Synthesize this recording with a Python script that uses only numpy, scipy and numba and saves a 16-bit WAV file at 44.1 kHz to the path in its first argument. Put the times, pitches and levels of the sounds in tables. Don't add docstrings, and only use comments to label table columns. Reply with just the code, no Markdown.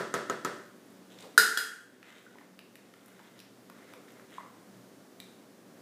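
import sys
import numpy as np
from scipy import signal
from scipy.fft import rfft, irfft
from scipy.io import wavfile
from scipy.ndimage import uniform_filter1d
from numba import njit

SR = 44100
rng = np.random.default_rng(int(sys.argv[2]) if len(sys.argv) > 2 else 0)


def to_wav(s):
    ch = np.atleast_2d(s).T
    pcm = np.round(np.clip(ch, -1, 1) * 32767)
    wavfile.write(sys.argv[1], SR, pcm.astype(np.int16))


N = 256547
TIME = np.arange(N) / SR
AGE = np.arange(SR) / SR

# [f/Hz, T60/s]
ROOM_DECAY = [(150, 0.61), (500, 0.48), (1500, 0.68), (4000, 0.58), (8000, 0.6), (14000, 0.21)]
# [f/Hz, level/dB]
AIR_SPECTRUM = [(30, -5.5), (75, -15), (120, -9.5), (230, 1.5), (400, -2.5), (620, -6), (850, -12),
                (1700, -15), (2500, -21), (6000, -23), (11000, -26.5), (15000, -29)]
# [f/Hz, level/dB]
MOTOR_TONES = [(118.4, -74.5), (188.4, -67), (236.9, -71), (279.9, -70.5), (382.2, -71)]
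# [strongest push t/s, length/s, wet scrape/dB, dry rasp/dB, oil slosh/dB]
SPATULA_STROKES = [(1.127, .10, -66, -56.5, -54), (1.227, 0.16, -55.5, -54, -45),
                   (2.135, 0.59, -56.5, -59, -57), (2.392, 0.2, -56, -61, -56),
                   (3.12, 0.82, -59, -61.5, -63), (3.396, 0.15, -57.5, -63.5, -59),
                   (3.825, 0.32, -60, -66.5, -58), (3.962, 0.13, -65, -68.5, -49.5),
                   (4.13, 0.25, -61.5, -70, -59), (4.33, 0.15, -55, -55.5, -62),
                   (4.407, 0.21, -61, -72.5, -58)]
# [f/Hz, level/dB]
SCRAPE_SPECTRUM = [(600, -23), (1300, -0.5), (1600, 0), (2100, 2), (2800, -18.5), (6000, -27)]
# [f/Hz, level/dB]
RASP_SPECTRUM = [(1500, -22.5), (2600, -0.5), (3700, 3.5), (4600, -13.5), (7000, -8), (15000, -26.5)]
# [f/Hz, level/dB]
CRACKLE_SPECTRUM = [(2500, -15), (6000, -1.5), (12000, -2), (15000, -2.5)]
# [f/Hz, level/dB]
SLOSH_SPECTRUM = [(250, -25.5), (480, 8.5), (700, -2.5), (1100, -9), (2000, -35)]
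# [t/s, level/dB, f/Hz, T60/s]
AIR_POCKETS = [(2.265, -50, 1475, 0.024), (2.356, -54.5, 915, .008), (2.412, -53.5, 985, .008),
               (3.2, -55, 880, 0.01), (4.3823, -40, 1025, 0.017), (4.412, -53, 1100, 0.018)]
# [t/s, level/dB, f/Hz, snap trim/dB]
WET_CONTACTS = [(1.1879, -43, 3650, -22), (1.207, -45, 6500, -21), (1.224, -43.5, 3700, -22),
                (2.029, -36.5, 1750, -26), (2.385, -40, 1600, -23), (2.591, -36.5, 2200, -16),
                (2.7556, -40, 2100, -9), (2.9385, -42.5, 1320, -19), (3.06, -54.5, 1210, 3),
                (3.0825, -47.5, 1310, -6), (3.1934, -43, 1500, -19), (3.3912, -43.5, 3570, -13),
                (3.402, -42, 3580, -10), (3.699, -39, 1400, -15), (3.9364, -38, 1420, -16),
                (4.197, -44, 1190, -30), (5.2015, -35.5, 3000, -12)]
# [t/s, level/dB, tilt/(dB per octave), wall note trim/dB]
UTENSIL_RAPS = [(-.016, -26.5, -.5, -9), (0.141, -27, 0, -7.5), (0.2986, -29, -0.5, -2.5),
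                (0.4488, -29.5, 0, -3)]
# [f/Hz, level/dB]
PLASTIC_SPECTRUM = [(70, -38), (135, -8), (250, -1.5), (390, 6), (640, -4), (850, -6.5), (1350, -2),
                    (1850, -3), (2350, -16.5), (3400, -15.5), (6800, -21), (10000, -25), (15000, -30.5)]
# [f/Hz, level/dB, T60/s]
PLASTIC_RESONANCES = [(137.8, -10, 0.45), (307, -2, 0.15), (377.6, -0.5, 0.4), (495.4, -3.5, 0.51),
                      (585, -6, 0.79), (665, -4.5, .35), (997, -6, 0.39), (1062, -17, 0.38),
                      (1264, -11, 0.84), (1306, -2.5, 0.55), (1574, 1, 0.19), (3380, -18, 0.56)]
# [t/s, level/dB, tilt/(dB per octave), clink trim/dB]
LANDINGS = [(1.3777, -7, -0.5, -50.5), (1.5732, -20.5, 0, -8)]
# [f/Hz, level/dB]
CONTAINER_SPECTRUM = [(90, -57.5), (200, -31.5), (450, -21.5), (650, -30), (1180, -18.5), (1470, -4.5),
                      (1800, -8.5), (2300, -27), (4300, -21.5), (5300, -23.5), (6300, -24), (8800, -23),
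                      (12200, -25.5), (15000, -22)]
# [f/Hz, level/dB]
CONTAINER_PARTIALS = [(442, -10), (1377, -6), (1408, -1), (1432, -5), (1470, 0), (1501, -8), (1537, -2),
                      (1589, -5), (1639, -9), (1738, -8), (1816, -13), (1859, -10), (2898, -16),
                      (3660, -18), (3762, -16), (4028, -13), (4206, -13), (4543, -16), (4950, -6),
                      (5017, -17), (5466, -20), (7020, -19), (7124, -18), (8502, -19), (8565, -19),
                      (9387, -20), (9632, -13), (10272, -24), (11456, -19), (12292, -16)]
# [f/Hz, level/dB, T60/s]
BASE_RESONANCES = [(1460, 2.5, 0.035), (1730, -19, 0.014)]
# [f/Hz, level/dB]
THUD_SPECTRUM = [(120, -24.5), (240, -6), (340, -4), (460, 3), (600, -11), (800, -7), (1100, -5),
                 (1600, -22.5)]


def undb(db):
    return 10 ** (np.asarray(db) / 20)


def unit(x):
    return x / np.sqrt(np.mean(x ** 2))


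def blow(x, db):
    return x * undb(db) * np.sqrt(.01 * SR / np.sum(x ** 2))


def fade(t60):
    return np.exp(-np.log(1000) * AGE / t60)


def along(points, hz):
    f, value = np.transpose(points)
    return np.interp(np.log(np.maximum(hz, 1)), np.log(f), value)


def colour(x, points, tilt_db=0, size=4096):
    hz = np.maximum(np.arange(size // 2 + 1) * SR / size, 20)
    db = along(points, hz) + tilt_db * np.log2(hz / 1500)
    cepstrum = irfft(np.log(undb(db)))
    cepstrum[1:size // 2] *= 2
    cepstrum[size // 2 + 1:] = 0
    response = irfft(np.exp(rfft(cepstrum)))
    return signal.fftconvolve(x, response)[:len(x)]


@njit
def resonate(x, hz, width):
    y, band_state, low_state = np.empty(len(x)), 0., 0.
    g = np.tan(np.pi * hz / SR)
    for i in range(len(x)):
        band = (band_state + g * (x[i] - low_state)) / (1 + g * (g + width))
        band_state = 2 * band - band_state
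        low_state += 2 * g * band
        y[i] = width * band
    return y


def walk(rate):
    knots = rng.standard_normal(int(N / SR * rate) + 2)
    return unit(np.interp(TIME * rate, np.arange(len(knots)), knots))


def add(track, sound, s):
    start = int(round(s * SR))
    sound, start = sound[max(-start, 0):], max(start, 0)
    track[start:start + len(sound)] += sound[:N - start]


def contact(chatter_db, t60):
    return blow(signal.unit_impulse(SR), 0) + blow(rng.standard_normal(SR) * fade(t60), chatter_db)


def ring(modes, detune=.002):
    out = np.zeros(SR)
    for hz, db, t60 in modes:
        detuned_hz = hz * (1 + detune * rng.standard_normal())
        out += undb(db) * fade(t60) * np.sin(2 * np.pi * detuned_hz * AGE) * rng.choice([-1, 1])
    return out


def kitchen(build_s=0.0041):
    noise = rfft(rng.standard_normal(SR))
    hz = np.arange(len(noise))
    centres, t60s = np.transpose(ROOM_DECAY)
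    tail = np.zeros(SR)
    for t60, one_band in zip(t60s, np.eye(len(centres))):
        share = along(np.column_stack([centres, one_band]), hz)
        tail += irfft(noise * share, SR) * fade(t60)
    tail *= 1 - np.exp(-AGE / build_s)
    return tail / np.sqrt(np.sum(tail ** 2))


def in_room(x, room, wet_db):
    return x + undb(wet_db) * signal.fftconvolve(x, room)[:len(x)]


def ventilation_and_motors(air_db=-56, hum_gain_db=1):
    air = unit(colour(rng.standard_normal(N), AIR_SPECTRUM)) * undb(air_db + 0.48 * walk(5.5))
    hum = np.zeros(N)
    for hz, db in MOTOR_TONES:
        amplitude = undb(db + hum_gain_db + 3 * walk(9.2))
        hum += amplitude * unit(np.sin(2 * np.pi * hz * TIME + 0.96 * walk(8)))
    return air + hum


def catches(spread_db, per_s):
    impulses = rng.standard_normal(N) * (rng.random(N) < per_s / SR)
    return impulses * undb(spread_db * rng.standard_normal(N))


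def stroke_speed(s, length):
    phase = np.interp(TIME, [s - length / 2, s, s + length / 2], [0, 1, 0])
    return np.sin(np.pi / 2 * phase) ** 2


def stirring(room, speed_exponent=.9, grip_db=4.8):
    wet, dry, push = sum(np.outer(undb(levels), stroke_speed(s, length) ** speed_exponent)
                         for s, length, *levels in SPATULA_STROKES)
    grip = undb(grip_db * walk(22))
    scrape = grip * wet * unit(colour(catches(spread_db=4, per_s=1900), SCRAPE_SPECTRUM))
    rasp = grip * dry * unit(colour(catches(spread_db=5, per_s=2600), RASP_SPECTRUM))
    crackle = wet * unit(colour(catches(spread_db=6.5, per_s=350), CRACKLE_SPECTRUM))
    slosh = push * unit(colour(rng.standard_normal(N) * undb(3 * walk(37)), SLOSH_SPECTRUM))
    direct = undb(-4) * (scrape + rasp) + undb(-16) * crackle + undb(-7) * slosh
    return in_room(direct, room, wet_db=-4.5)


def plops(room, pitch_rise=0.11, swell_s=0.00073):
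    out = np.zeros(N)
    for s, db, hz, t60 in AIR_POCKETS:
        glide_hz = hz * (1 + pitch_rise * np.minimum(AGE / t60, 1))
        phase = 2 * np.pi * np.cumsum(glide_hz) / SR
        envelope = fade(t60) * (1 - np.exp(-AGE / swell_s))
        add(out, blow(np.sin(phase) * envelope, db), s)
    return in_room(out, room, wet_db=-4)


def ticks(room, snap_hz=11300):
    out = np.zeros(N)
    for s, db, hz, snap_db in WET_CONTACTS:
        body = contact(chatter_db=5, t60=0.013)
        for _ in range(2):
            body = resonate(body, hz, width=0.94)
        snap = resonate(contact(chatter_db=0, t60=0.022), snap_hz, width=0.85)
        add(out, blow(body, db - 12) + blow(snap, db + snap_db - 7.5), s)
    return in_room(out, room, wet_db=-3.5)


def raps(room, wall_hz=1293, tip_hz=6750):
    out = np.zeros(N)
    for s, db, tilt_db, note_db in UTENSIL_RAPS:
        excitation = contact(chatter_db=2, t60=0.088) + blow(room, 3.3)
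        knock = colour(excitation, PLASTIC_SPECTRUM, tilt_db)
        modes = ring(PLASTIC_RESONANCES)
        note = np.sin(2 * np.pi * wall_hz * AGE) * fade(0.076)
        add(out, blow(knock, db + 2) + blow(modes, db - 3.5) + blow(note, db + note_db), s)
        tick = resonate(rng.standard_normal(SR) * fade(0.0046), tip_hz, width=0.077)
        add(out, blow(tick, db - 10), s - .0005)
    return out


def wall_modes(t60=0.56, count=110):
    frequencies = rng.uniform(3000, 13000, count)
    levels = 3 * rng.standard_normal(count)
    return ring([(hz, db, t60) for hz, db in zip(frequencies, levels)])


def container_ring(tilt_db, t60=0.49, pivot_hz=1500):
    modes = [(hz, db + (tilt_db + 2.5) * np.log2(hz / pivot_hz), t60 * (pivot_hz / hz) ** 0.15)
             for hz, db in CONTAINER_PARTIALS]
    return ring(modes, detune=.0005)


def clacks(room, rise_s=0.00084, edge_hz=3340):
    out = np.zeros(N)
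    onset = 1 - np.exp(-AGE / rise_s)
    wall = colour(wall_modes(), CONTAINER_SPECTRUM)
    for s, db, tilt_db, clink_db in LANDINGS:
        base = ring(BASE_RESONANCES) * onset
        chatter = blow(rng.standard_normal(SR) * fade(0.04), -4)
        crack = colour(chatter + blow(room, 0.99), CONTAINER_SPECTRUM, tilt_db)
        add(out, blow(base, db - 3.5) + blow(crack, db - 1.5), s)
        add(out, blow(container_ring(tilt_db), db) + blow(wall, db - 11.5), s)
        rattle = ring([(hz, -3 * np.log2(hz), .045) for hz in rng.uniform(3800, 13000, 90)])
        add(out, blow(rattle * onset, db - 9), s)
        clink = np.sin(2 * np.pi * edge_hz * AGE) * fade(0.035)
        add(out, in_room(blow(clink, db + clink_db), room, wet_db=-6.5), s)
        thud = colour(contact(chatter_db=0, t60=0.054) + blow(room, 5), THUD_SPECTRUM)
        add(out, blow(thud, db - 20.5), s)
    return out


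def scene():
    room = kitchen()
    counter = raps(room) + clacks(room) + ticks(room) + plops(room) + stirring(room)
    return (ventilation_and_motors() + counter)[None]


def record(dry, threshold_db=-18.5, cut_db_per_db=0.44, recovery_db_per_s=2.26):
    power = uniform_filter1d(dry[0] ** 2, size=441)
    level_db = 10 * np.log10(np.maximum(power, 1e-12))
    cut_db = cut_db_per_db * np.maximum(level_db - threshold_db, 0)
    recovered_db = recovery_db_per_s * TIME
    duck_db = np.maximum.accumulate(cut_db + recovered_db) - recovered_db
    clipped = np.clip(dry * undb(-duck_db), -1, 1)
    low_cut = signal.butter(3, 105, "high", fs=SR, output="sos")
    high_cut = signal.ellip(10, .2, 80, 15400, fs=SR, output="sos")
    return signal.sosfilt(high_cut, signal.sosfilt(low_cut, clipped))


dry = scene()
out = record(dry)
to_wav(out)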